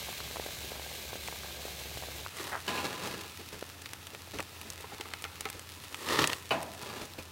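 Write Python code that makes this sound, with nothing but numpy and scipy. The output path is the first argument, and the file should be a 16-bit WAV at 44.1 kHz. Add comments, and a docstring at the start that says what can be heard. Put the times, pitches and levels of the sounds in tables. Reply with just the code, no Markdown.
"""Burger patties sizzle on a small gas grill outdoors, heard first from close by, then, after a sudden cut,
from further off. The fizz is thousands of tiny random clicks; fat also bubbles, pops and ticks over a rushing
flame and low hum. A steel spatula lands on the grate and scrapes under a patty: filtered clicks set the grate
and blade ringing. Meat squishes, the blade taps a plate, a dry rasp passes and shoes grind on gravel, all as
shaped clicks or noise. Both channels carry the same sound."""
import sys
import numpy as np
from scipy import signal
from scipy.fft import rfft, irfft, next_fast_len
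from scipy.io import wavfile

SR = 44100
rng = np.random.default_rng(int(sys.argv[2]) if len(sys.argv) > 2 else 0)


def int16_out(signal):
    """Quantize to a 16-bit WAV file."""
    q = np.round(np.clip(np.atleast_2d(signal).T, -1, 1) * 32767)
    wavfile.write(sys.argv[1], SR, q.astype(np.int16))


N = 322371
TIME = np.arange(N) / SR
CUT_S = 2.262   # the listening place changes here
STRAY_SPREAD_DB = 4   # size spread of the random pops and ticks


def from_db(db):
    """Turn decibels into a plain gain."""
    return 10 ** (np.asarray(db) / 20)


def rms_one(x):
    """Scale a sound to an average strength (rms) of 1."""
    return x / np.sqrt(np.mean(x ** 2) + 1e-20)


def at_hz(points, hz):
    """Read a table along a log-frequency axis."""
    points = np.array(points)
    return np.interp(np.log(hz + 1e-3), np.log(points[:, 0]), points[:, 1])


def stroke(s, rise_s, length_s, fall_s, sag_db_per_s=0):
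    """Gain of a movement: builds up until s, holds or sags, then dies away (rise and fall span 20 dB)."""
    t = TIME - s
    outside = np.maximum(-t, 0) / rise_s + np.maximum(t - length_s, 0) / fall_s
    return from_db(-20 * np.minimum(outside, 10) - sag_db_per_s * np.clip(t, 0, length_s))


def drift(per_s):
    """Smooth random wandering: straight lines between chance values of spread 1."""
    knots = rng.standard_normal(4000)
    return np.interp(TIME * per_s, np.arange(len(knots)), knots)


def colour(x, spectrum):
    """Filter with the given spectrum and unit power gain, its response as early as possible (minimum phase)."""
    size = next_fast_len(len(x) + 4096, real=True) // 2 * 2
    gain = rms_one(from_db(at_hz(spectrum, np.arange(size // 2 + 1) * SR / size)))
    # folding the cepstrum forward in time gives the minimum phase
    cepstrum = irfft(np.log(gain), size)
    cepstrum[1:size // 2] *= 2
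    cepstrum[size // 2 + 1:] = 0
    return irfft(rfft(x, size) * np.exp(rfft(cepstrum)), size)[:len(x)]


def resonate(x, peaks):
    """Parallel damped resonances of (frequency [Hz], width [Hz], level [dB])."""
    out = 0
    for k, (hz, width, db) in enumerate(peaks):
        r = np.exp(-np.pi * width / SR)
        top = np.array([1, 0, -1]) * (1 - r * r) / 2
        bottom = [1, -2 * r * np.cos(2 * np.pi * hz / SR), r * r]
        # neighbours get opposite signs
        out = out + (-1) ** k * from_db(db) * signal.lfilter(top, bottom, x + 1e-18)
    return out


def grains(per_s, spread_db, hiss_db):
    """Random clicks, of uneven sizes, over the hiss of countless tiny ones; rms 1."""
    sizes = from_db(spread_db * np.minimum(rng.exponential(1, N), 5.5)) * rng.choice([-1, 1], N)
    clicks = rms_one(sizes * (rng.random(N) < per_s / SR))
    return rms_one(clicks + from_db(hiss_db) * rng.standard_normal(N))


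def reflect(x, lag_s=0.00113, share=.5):
    """Repeat each click a moment later, as a hard surface close by or a rebound does."""
    return x + share * np.interp(TIME - lag_s, TIME, x, left=0)


def add(out, s, sound):
    """Mix a short sound in at time s."""
    start = max(0, round(s * SR))
    out[start:start + len(sound)] += sound[:N - start]


def strays(per_s, start_s, end_s, db):
    """Rows (time [s], level [dB], chance value of spread 1) for faint events scattered over a stretch of time."""
    span_s, even = end_s - start_s, np.sqrt(12)   # even: gives a flat random draw a spread of 1
    rows = rng.random((200, 3))[:round(per_s * span_s)]
    return [(start_s + when * span_s, db + STRAY_SPREAD_DB * even * (size - .5), even * (kind - .5))
            for when, size, kind in rows]


# rush of the flame at each place: (frequency [Hz], relative level [dB per Hz])
FLAME_NEAR = [(65, -33), (110, 1), (141, 0), (290, -7.5), (367, -3.5), (740, -5.5), (1040, -13),
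              (1210, -10.5), (1390, -17), (1580, -8.5), (1800, -17), (2340, -42), (3960, -120)]
FLAME_FAR = [(65, -33), (110, -2), (255, -8), (290, -3), (338, -7.5), (380, -7), (579, -13.5), (991, -8),
             (1180, -13.5), (1310, -12.5), (1800, -11.5), (2340, -38), (3960, -120)]
# low hum at the near and the far place: (pitch [Hz], tone level [dB], rumble level [dB])
HUM_LEVEL = [(70.6, -53, -55.5), (85.6, -57, -60)]
FLAME_NEAR_DB, FLAME_FAR_DB = -52, -56


def flame(near):
    """Soft rush of burning gas and a wavering low hum, higher at the second place."""
    out = near * from_db(FLAME_NEAR_DB) * colour(rng.standard_normal(N), FLAME_NEAR)
    out += (1 - near) * from_db(FLAME_FAR_DB) * colour(rng.standard_normal(N), FLAME_FAR)
    for share, (hz, tone_db, rumble_db) in zip([near, 1 - near], HUM_LEVEL):
        tone = np.sqrt(2) * np.sin(2 * np.pi * np.cumsum(hz + 0.62 * drift(5.5)) / SR)
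        rumble = resonate(rng.standard_normal(N), [(hz, 45, 0)])
        rumble = rms_one(resonate(rumble, [(hz, 90, 0)]))
        out += share * (tone * from_db(tone_db + 0.45 * drift(15)) + rumble * from_db(rumble_db))
    return out


RASP_S, RASP_RISE_S, RASP_LENGTH_S, RASP_FALL_S, RASP_DB = 2.54, 0.076, 0.025, 0.05, -37


def rasp():
    """A short dry rasp: quick uneven slips in the middle register."""
    slips = grains(per_s=2000, spread_db=5.0, hiss_db=-2.0)
    slips = slips * from_db(RASP_DB) * stroke(RASP_S, RASP_RISE_S, RASP_LENGTH_S, RASP_FALL_S)
    return colour(slips, [(300, -14), (750, -1), (1200, -1.5), (1900, -4.5), (2600, -19), (8000, -40)])


# a sole turns on the gravel: (time at full weight [s], rise [s], length [s], level [dB])
SCUFFS = [(2.382, .05, .09, -42), (6.169, 0.17, 0.062, -28)]
# sound of the stones, then of the fine grit: (frequency [Hz], relative level [dB per Hz])
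GRAVEL = [(41, -76), (70, -13), (156, -4), (198, -19), (251, -4.5), (382, -1.5), (615, -6), (686, -13.5),
          (902, -4.5), (1250, -3), (1530, -15), (1870, -3), (2170, -13), (3820, -11), (5500, -18.5),
          (7150, -27), (12100, -120)]
GRIT = [(3000, -7), (5000, -5), (8000, -4), (16000, -11.5)]
SCUFF_FALL_S = 0.12
# fine grit slides under light weight already: it follows only a share of the swing in dB
GRIT_DB, GRIT_FOLLOWS = -24.5, 0.56


def shoes():
    """Stones grind under a sole in uneven clumps while fine grit hisses above them."""
    weight = sum(from_db(db) * stroke(s, rise_s, length_s, SCUFF_FALL_S)
                 for s, rise_s, length_s, db in SCUFFS)
    clumps = from_db(2.4 * drift(130))
    stones = grains(per_s=6500, spread_db=4.0, hiss_db=-4.5) * weight
    grit = grains(per_s=7500, spread_db=3.5, hiss_db=-12) * weight ** GRIT_FOLLOWS
    return colour(stones * clumps, GRAVEL) + from_db(GRIT_DB) * colour(grit * clumps, GRIT)


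# soft contacts of meat, bread and blade: (time [s], level [dB], length [s])
SQUISHES = [(3.057, -43.5, 0.13), (3.39, -44.5, 0.045), (3.523, -40.5, 0.042), (4.129, -46, 0.033),
            (4.333, -40, 0.048), (4.385, -41.5, 0.023), (4.648, -48.5, 0.073), (4.925, -42.5, 0.022),
            (5.542, -45, 0.038), (7.008, -39.5, 0.038), (7.179, -39.5, 0.03)]
# dull sound of those contacts: (frequency [Hz], relative level [dB per Hz])
SOFT = [(50, -1), (150, -2.5), (420, 2), (900, -11.5), (2000, -12), (5000, -16.5), (14000, -27.5)]
# the plate, damped by bread and hand: (frequency [Hz], width [Hz], level [dB])
PLATE = [(432, 96, -1.5), (803, 51, 6), (1284, 240, 3.5), (1800, 67, -1.5), (2110, 130, 4), (2800, 180, 0),
         (3490, 340, -4), (4310, 200, -4)]
# patty and blade knock on the plate: (time [s], level [dB], contact hardness [Hz])
PLATE_TAPS = [(4.394, -36.5, 850), (4.841, -43.5, 1000), (4.918, -45, 1030), (4.998, -43, 700),
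              (5.054, -45.5, 1310), (5.135, -48, 3000), (5.25, -40, 2500), (5.454, -35, 2470)]
# the blade nudges the patty about on the plate
NUDGE_S, NUDGE_LENGTH_S, NUDGE_FADE_S, NUDGE_DB = 4.78, .75, 0.081, -55
REBOUND_S, REBOUND_DB = .014, -13   # each knock touches a second time


def serving():
    """Meat squishes as it is lifted and dropped; the blade rubs and taps at the plate."""
    press = sum(from_db(db) * np.clip((TIME - s) / 0.007, 0, 1) * np.exp(-((TIME - s) / length) ** 2)
                for s, db, length in SQUISHES)
    squish = colour(press * grains(per_s=2500, spread_db=-1.5, hiss_db=-9.5), SOFT)
    rub = rms_one(resonate(grains(per_s=760, spread_db=4.5, hiss_db=0), PLATE))
    rub = rub * stroke(NUDGE_S, NUDGE_FADE_S, NUDGE_LENGTH_S, NUDGE_FADE_S) * from_db(NUDGE_DB)
    taps, t = np.zeros(N), TIME[:SR // 20]
    for s, db, hard_hz in PLATE_TAPS:
        # a soft contact leaves the high modes quiet
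        band = signal.butter(2, [250, hard_hz], "band", fs=SR, output="sos")
        push = signal.sosfilt(band, rng.standard_normal(len(t))) * np.exp(-t / 0.0057)
        tap = rms_one(resonate(push, PLATE)) + from_db(-8) * rms_one(push)
        add(taps, s, from_db(db) * tap / np.std(tap[:SR // 80]))
    return squish + rub + reflect(taps, lag_s=REBOUND_S, share=from_db(REBOUND_DB))


# the edge catches on a bar once
SQUEAK_S, SQUEAK_LENGTH_S, SQUEAK_HZ, SQUEAK_DB = 6.9, 0.011, 4600, -52


def squeak():
    """The blade's edge sticks and slips fast enough to sing for a moment: noise in a narrow band."""
    tone = resonate(rng.standard_normal(N), [(SQUEAK_HZ, 200, 0)])
    tone = rms_one(resonate(tone, [(SQUEAK_HZ, 300, 0)]))
    return from_db(SQUEAK_DB) * tone * np.exp(-((TIME - SQUEAK_S) / SQUEAK_LENGTH_S) ** 2)


# sound of a blow on the grill: (frequency [Hz], relative level [dB per Hz])
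BLOW_COLOUR = [(53, -26), (90, -19), (156, -2), (403, -8), (458, -10.5), (683, 1), (899, -6.5), (1020, -1),
               (1110, -9), (2530, -15.5), (5300, -34), (14000, -35)]
# how fast the grill falls silent: (frequency [Hz], time to fall 60 dB [s])
GRILL_DECAY = [(120, 0.54), (320, 0.73), (840, 0.67), (2200, 0.31), (6000, 0.44), (14000, 0.029)]
# ringing of the grate while the blade presses on it: (frequency [Hz], width [Hz], level [dB])
GRATE = [(422, 180, -6), (668, 20, 1), (816, 36, -2), (1017, 21, 8), (1180, 70, -7.5), (1447, 36, 1.5),
         (1660, 36, -1.5), (1860, 34, -10), (2580, 28, -9), (2968, 130, -6.5), (3850, 140, -17),
         (4770, 340, -19.5)]


def grill_response(free_width=0.32, bars_db=-3):
    """The thin steel box: a dense wash that dies first in the highest treble, and the clearer modes of the bars."""
    t, edges = TIME[:SR // 2], np.geomspace(80, 16000, num=14)
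    wash = 0
    for low, high in zip(edges, edges[1:]):
        band_filter = signal.butter(2, [low, high], "band", fs=SR, output="sos")
        band = signal.sosfilt(band_filter, rng.standard_normal(len(t)))
        wash = wash + band * from_db(-60 * t / at_hz(GRILL_DECAY, np.sqrt(low * high)))
    wash = colour(wash * (1 + 0.21 * np.exp(-t / 0.0031)), BLOW_COLOUR)
    # once the blade bounces off, the bars ring longer
    free_bars = [(hz, width * free_width, db) for hz, width, db in GRATE]
    bars = resonate(rng.standard_normal(len(t)) * np.exp(-t / 0.0058), free_bars)
    return rms_one(wash) + from_db(bars_db) * rms_one(bars)


# spatula blows on the grate:
# (time [s], level [dB], rattle decay [s], brightness of the box [dB], clang relative to box [dB])
BLOWS = [(2.677, -34.5, 0.21, 14.5, -5), (2.775, -39.5, 0.034, 8, 0.5), (6.506, -27.5, 0.023, 7, -8),
         (7.184, -51.5, .02, 22, 10)]
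# the steel blade's own short clang: (frequency [Hz], width [Hz], level [dB])
BLADE = [(1021, 19, 11.5), (1650, 45, 3), (2170, 55, -1.5), (2505, 70, 6.5), (2740, 63, 2), (2960, 110, 0),
         (3800, 270, -7), (4400, 180, -6)]
# pushes of the blade over the bars: (time at full force [s], rise [s], length [s], level at full force [dB])
SCRAPES = [(2.689, 0.04, 0.56, -35), (3.045, 0.051, .015, -47), (6.84, .09, 0.16, -42.5)]
# sound of the rubbing: (frequency [Hz], relative level [dB per Hz])
SCRAPE_COLOUR = [(53, -38), (90, -8), (209, -4), (420, -4), (615, -10.5), (1060, -7), (1520, -9),
                 (1660, -10.5), (2870, -10.5), (3190, -8.5), (14000, -27)]
SCRAPE_SAG_DB_PER_S, SCRAPE_FALL_S = 19.5, 0.14   # a push eases as the blade gets under the patty


def spatula():
    """The blade lands with a clang and sets the loose grate rattling, then sticks and slips over the bars."""
    out, t = np.zeros(N), TIME[:SR // 2]
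    swell = 1 - np.exp(-t / .004)
    for s, db, rattle_s, bright_db, clang_db in BLOWS:
        touches = grains(per_s=2000, spread_db=1.8, hiss_db=-6)[:len(t)] * np.exp(-t / rattle_s)
        box = rms_one(grill_response()) + from_db(-13.5) * rms_one(colour(touches, BLOW_COLOUR))
        box = colour(box * swell, [(1200, 0), (4000, bright_db)])   # the box answers a moment after the blade
        clang = resonate(touches * np.exp(-t / 0.15), BLADE)
        blow = rms_one(box) + from_db(clang_db) * rms_one(clang)
        add(out, s, from_db(db) * blow / np.std(blow[:SR // 25]))
    slips = grains(per_s=1600, spread_db=3.0, hiss_db=-6) * from_db(2.05 * drift(70))
    ring_share = .3   # part of the rubbing power that rings in the grate
    rubbing = np.sqrt(1 - ring_share) * rms_one(colour(slips, SCRAPE_COLOUR))
    rubbing = rubbing + np.sqrt(ring_share) * rms_one(resonate(slips, GRATE))
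    force = sum(from_db(db) * stroke(s, rise_s, length_s, SCRAPE_FALL_S, SCRAPE_SAG_DB_PER_S)
                for s, rise_s, length_s, db in SCRAPES)
    return out + rubbing * force


# the loudest ticks: spitting fat, shifting grit and the sharp edge of a spatula blow:
# (time [s], crack level [dB], body relative to crack [dB])
TICKS = [(1.276, -20.5, -13), (2.368, -22, -25), (2.679, -25, -6), (3.0724, -19.5, -13),
         (3.8572, -25.5, -5.5), (3.8896, -26.5, -16), (3.933, -18.5, -19), (4.0683, -23.5, -12.5),
         (4.1473, -26.5, -10), (4.3857, -24, -7), (4.4024, -23, -8), (4.613, -21.5, -21),
         (4.7015, -19.5, -31), (5.0089, -22.5, -5.5), (5.1357, -19, -10.5), (5.2217, -25, -31),
         (5.24, -23, -7), (5.2495, -28, -11), (5.407, -17.5, -24), (5.453, -17.5, -14.5), (5.487, -27, -10),
         (5.4997, -21, -30), (5.9434, -28.5, -2), (6.0863, -21.5, -1.5), (6.2408, -17.5, -2),
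         (6.2731, -8.5, -26), (6.2986, -22, -3.5), (6.3305, -19.5, -2), (6.6283, -18, -19)]
# fainter ticks come at random after the cut
STRAY_TICKS_PER_S, STRAY_TICK_DB, STRAY_BODY_DB = 11, -32, -17


def ticks(rise_s=0.001094, crack_s=.0001, body_s=0.0028):
    """Each tick is a needle-sharp crack with a few milliseconds of mid-range rattle."""
    cracks, bodies, t = np.zeros(N), np.zeros(N), TIME[:SR // 40]
    faint = [(s, db, STRAY_BODY_DB + 3 * chance)
             for s, db, chance in strays(STRAY_TICKS_PER_S, CUT_S, N / SR, STRAY_TICK_DB)]
    rows = list(TICKS) + faint
    for (s, db, body_db), noise in zip(rows, rng.standard_normal((len(rows), 2, len(t)))):
        crack = noise[0] * (np.exp(-t / crack_s) + 0.21 * np.exp(-t / body_s))
        add(cracks, s + rise_s, from_db(db) * crack / np.abs(crack).max())
        add(bodies, s + rise_s, from_db(db + body_db) * noise[1] * np.exp(-t / body_s))
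    bodies = colour(bodies, [(150, -29), (500, -2.5), (1300, -1), (2700, 4.5), (5000, -7), (14000, -30)])
    cracks = colour(cracks, [(1000, -0.5), (4000, -0.5), (9000, 0), (16000, -9.0)])
    return reflect(from_db(-1.5) * cracks + bodies, share=0.057)


# the loudest dull pops of fat, and the slap of a patty set down: (time [s], level [dB], pitch [Hz])
POPS = [(0.082, -33.5, 746), (0.201, -28.5, 1180), (0.308, -36.5, 450), (0.357, -30.5, 729),
        (0.366, -29, 783), (0.395, -27, 480), (0.46, -31.5, 490), (0.913, -33.5, 552), (1.128, -28.5, 690),
        (1.153, -30.5, 494), (1.282, -27.5, 794), (1.323, -31, 830), (1.651, -31, 460), (1.97, -30, 566),
        (2.021, -33, 657), (2.26, -27, 1080), (3.623, -27.5, 470), (4.395, -26, 791)]
# fainter pops come at random, only before the cut
STRAY_POPS_PER_S, STRAY_POP_DB, STRAY_POP_HZ = 7, -36.5, 770


def pops(swell_s=0.00335, cycles=0.32, snap_db=-7):
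    """Steam or juice swells and bursts, or a patty slaps down: one swing of pressure with a small snap on top."""
    out, t = np.zeros(N), TIME[:SR // 40] - swell_s
    faint = [(s, db, STRAY_POP_HZ * np.exp(0.37 * chance))
             for s, db, chance in strays(STRAY_POPS_PER_S, 0, CUT_S, STRAY_POP_DB)]
    rows = list(POPS) + faint
    for (s, db, hz), noise in zip(rows, rng.standard_normal((len(rows), len(t)))):
        swing = np.sin(2 * np.pi * hz * t + .5 * noise[0]) * np.exp(-np.abs(t) * hz / cycles)
        snap = resonate(noise * (t > 0) * np.exp(-np.abs(t) / 0.0029), [(1250, 1300, 0)])
        pop = swing / np.abs(swing).max() + from_db(snap_db) * snap / np.abs(snap).max()
        add(out, s, from_db(db + 1.0) * pop)
    return out


BUBBLES_NEAR_DB, BUBBLES_FAR_DB = -54, -63   # before the level wavers


def bubbling(near):
    """Larger bubbles under the meat collapse in bunches, each with a cycle or two of low pitch."""
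    out = 0
    for hz in np.geomspace(400, 950, num=4):
        bursts = grains(per_s=22, spread_db=2.5, hiss_db=-9)
        out = out + resonate(bursts, [(hz, 0.43 * hz, 0)]) / np.sqrt(hz)
    level = near * from_db(BUBBLES_NEAR_DB) + (1 - near) * from_db(BUBBLES_FAR_DB)
    return rms_one(out) * from_db(2 * drift(12)) * level


# colour of the frying at each place: (frequency [Hz], relative level [dB per Hz])
FIZZ_NEAR = [(710, -35.5), (1200, -6), (1380, -18), (1590, 1), (1810, -6), (2130, 1.5), (3030, 0),
             (4020, 2), (4930, -3.5), (6740, -4.5), (9830, -9), (13300, -7), (15800, -10)]
FIZZ_FAR = [(710, -37), (1200, -6), (1320, -2), (1570, -16), (1690, -4.5), (2320, -5), (2550, -1.5),
            (3270, -5), (3640, -3.5), (7190, -10.5), (15800, -14)]
# a patty leaves the grate: (time [s])
LIFTS_S = [3.5, 7.15]
FIZZ_NEAR_DB, FIZZ_FAR_DB = -44.5, -48.5   # settled near level; far level before any patty is lifted
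FRESH_DB, SETTLE_S = 3, 0.56   # a patty just laid down fries louder, then settles
LIFT_LOSS_DB, LIFT_FADE_S = 2.1, 0.096   # each lifted patty takes its share of the fizz with it


def frying(near):
    """Tiny steam bubbles burst in the fat; from further off single spits stand out more."""
    lifted = sum(np.clip((TIME - s) / LIFT_FADE_S, 0, 1) for s in LIFTS_S)
    close = colour(grains(per_s=5000, spread_db=3.5, hiss_db=0), FIZZ_NEAR)
    close = close * from_db(FIZZ_NEAR_DB + FRESH_DB * np.exp(-TIME / SETTLE_S))
    far = colour(grains(per_s=1500, spread_db=5.0, hiss_db=2.0), FIZZ_FAR)
    far = far * from_db(FIZZ_FAR_DB - LIFT_LOSS_DB * lifted)
    return (near * close + (1 - near) * far) * from_db(0.85 * drift(45))   # the level flickers


def scene():
    """Mix all the sources; near goes quickly from 1 to 0 at the cut."""
    near = np.clip((CUT_S - TIME) / 0.0043, 0, 1)
    cook = rasp() + shoes() + serving() + squeak() + spatula()
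    grill = flame(near) + ticks() + pops() + bubbling(near) + frying(near)
    mono = cook + grill
    return np.array([mono, mono])


CUTOFF_HZ = 15800


def record(dry):
    """The microphone drops the deepest bass; the top is cut steeply."""
    dry = signal.sosfilt(signal.butter(2, 42, "high", fs=SR, output="sos"), dry)
    return signal.sosfilt(signal.ellip(10, .1, 70, CUTOFF_HZ, fs=SR, output="sos"), dry)


dry = scene()
out = record(dry)
int16_out(out)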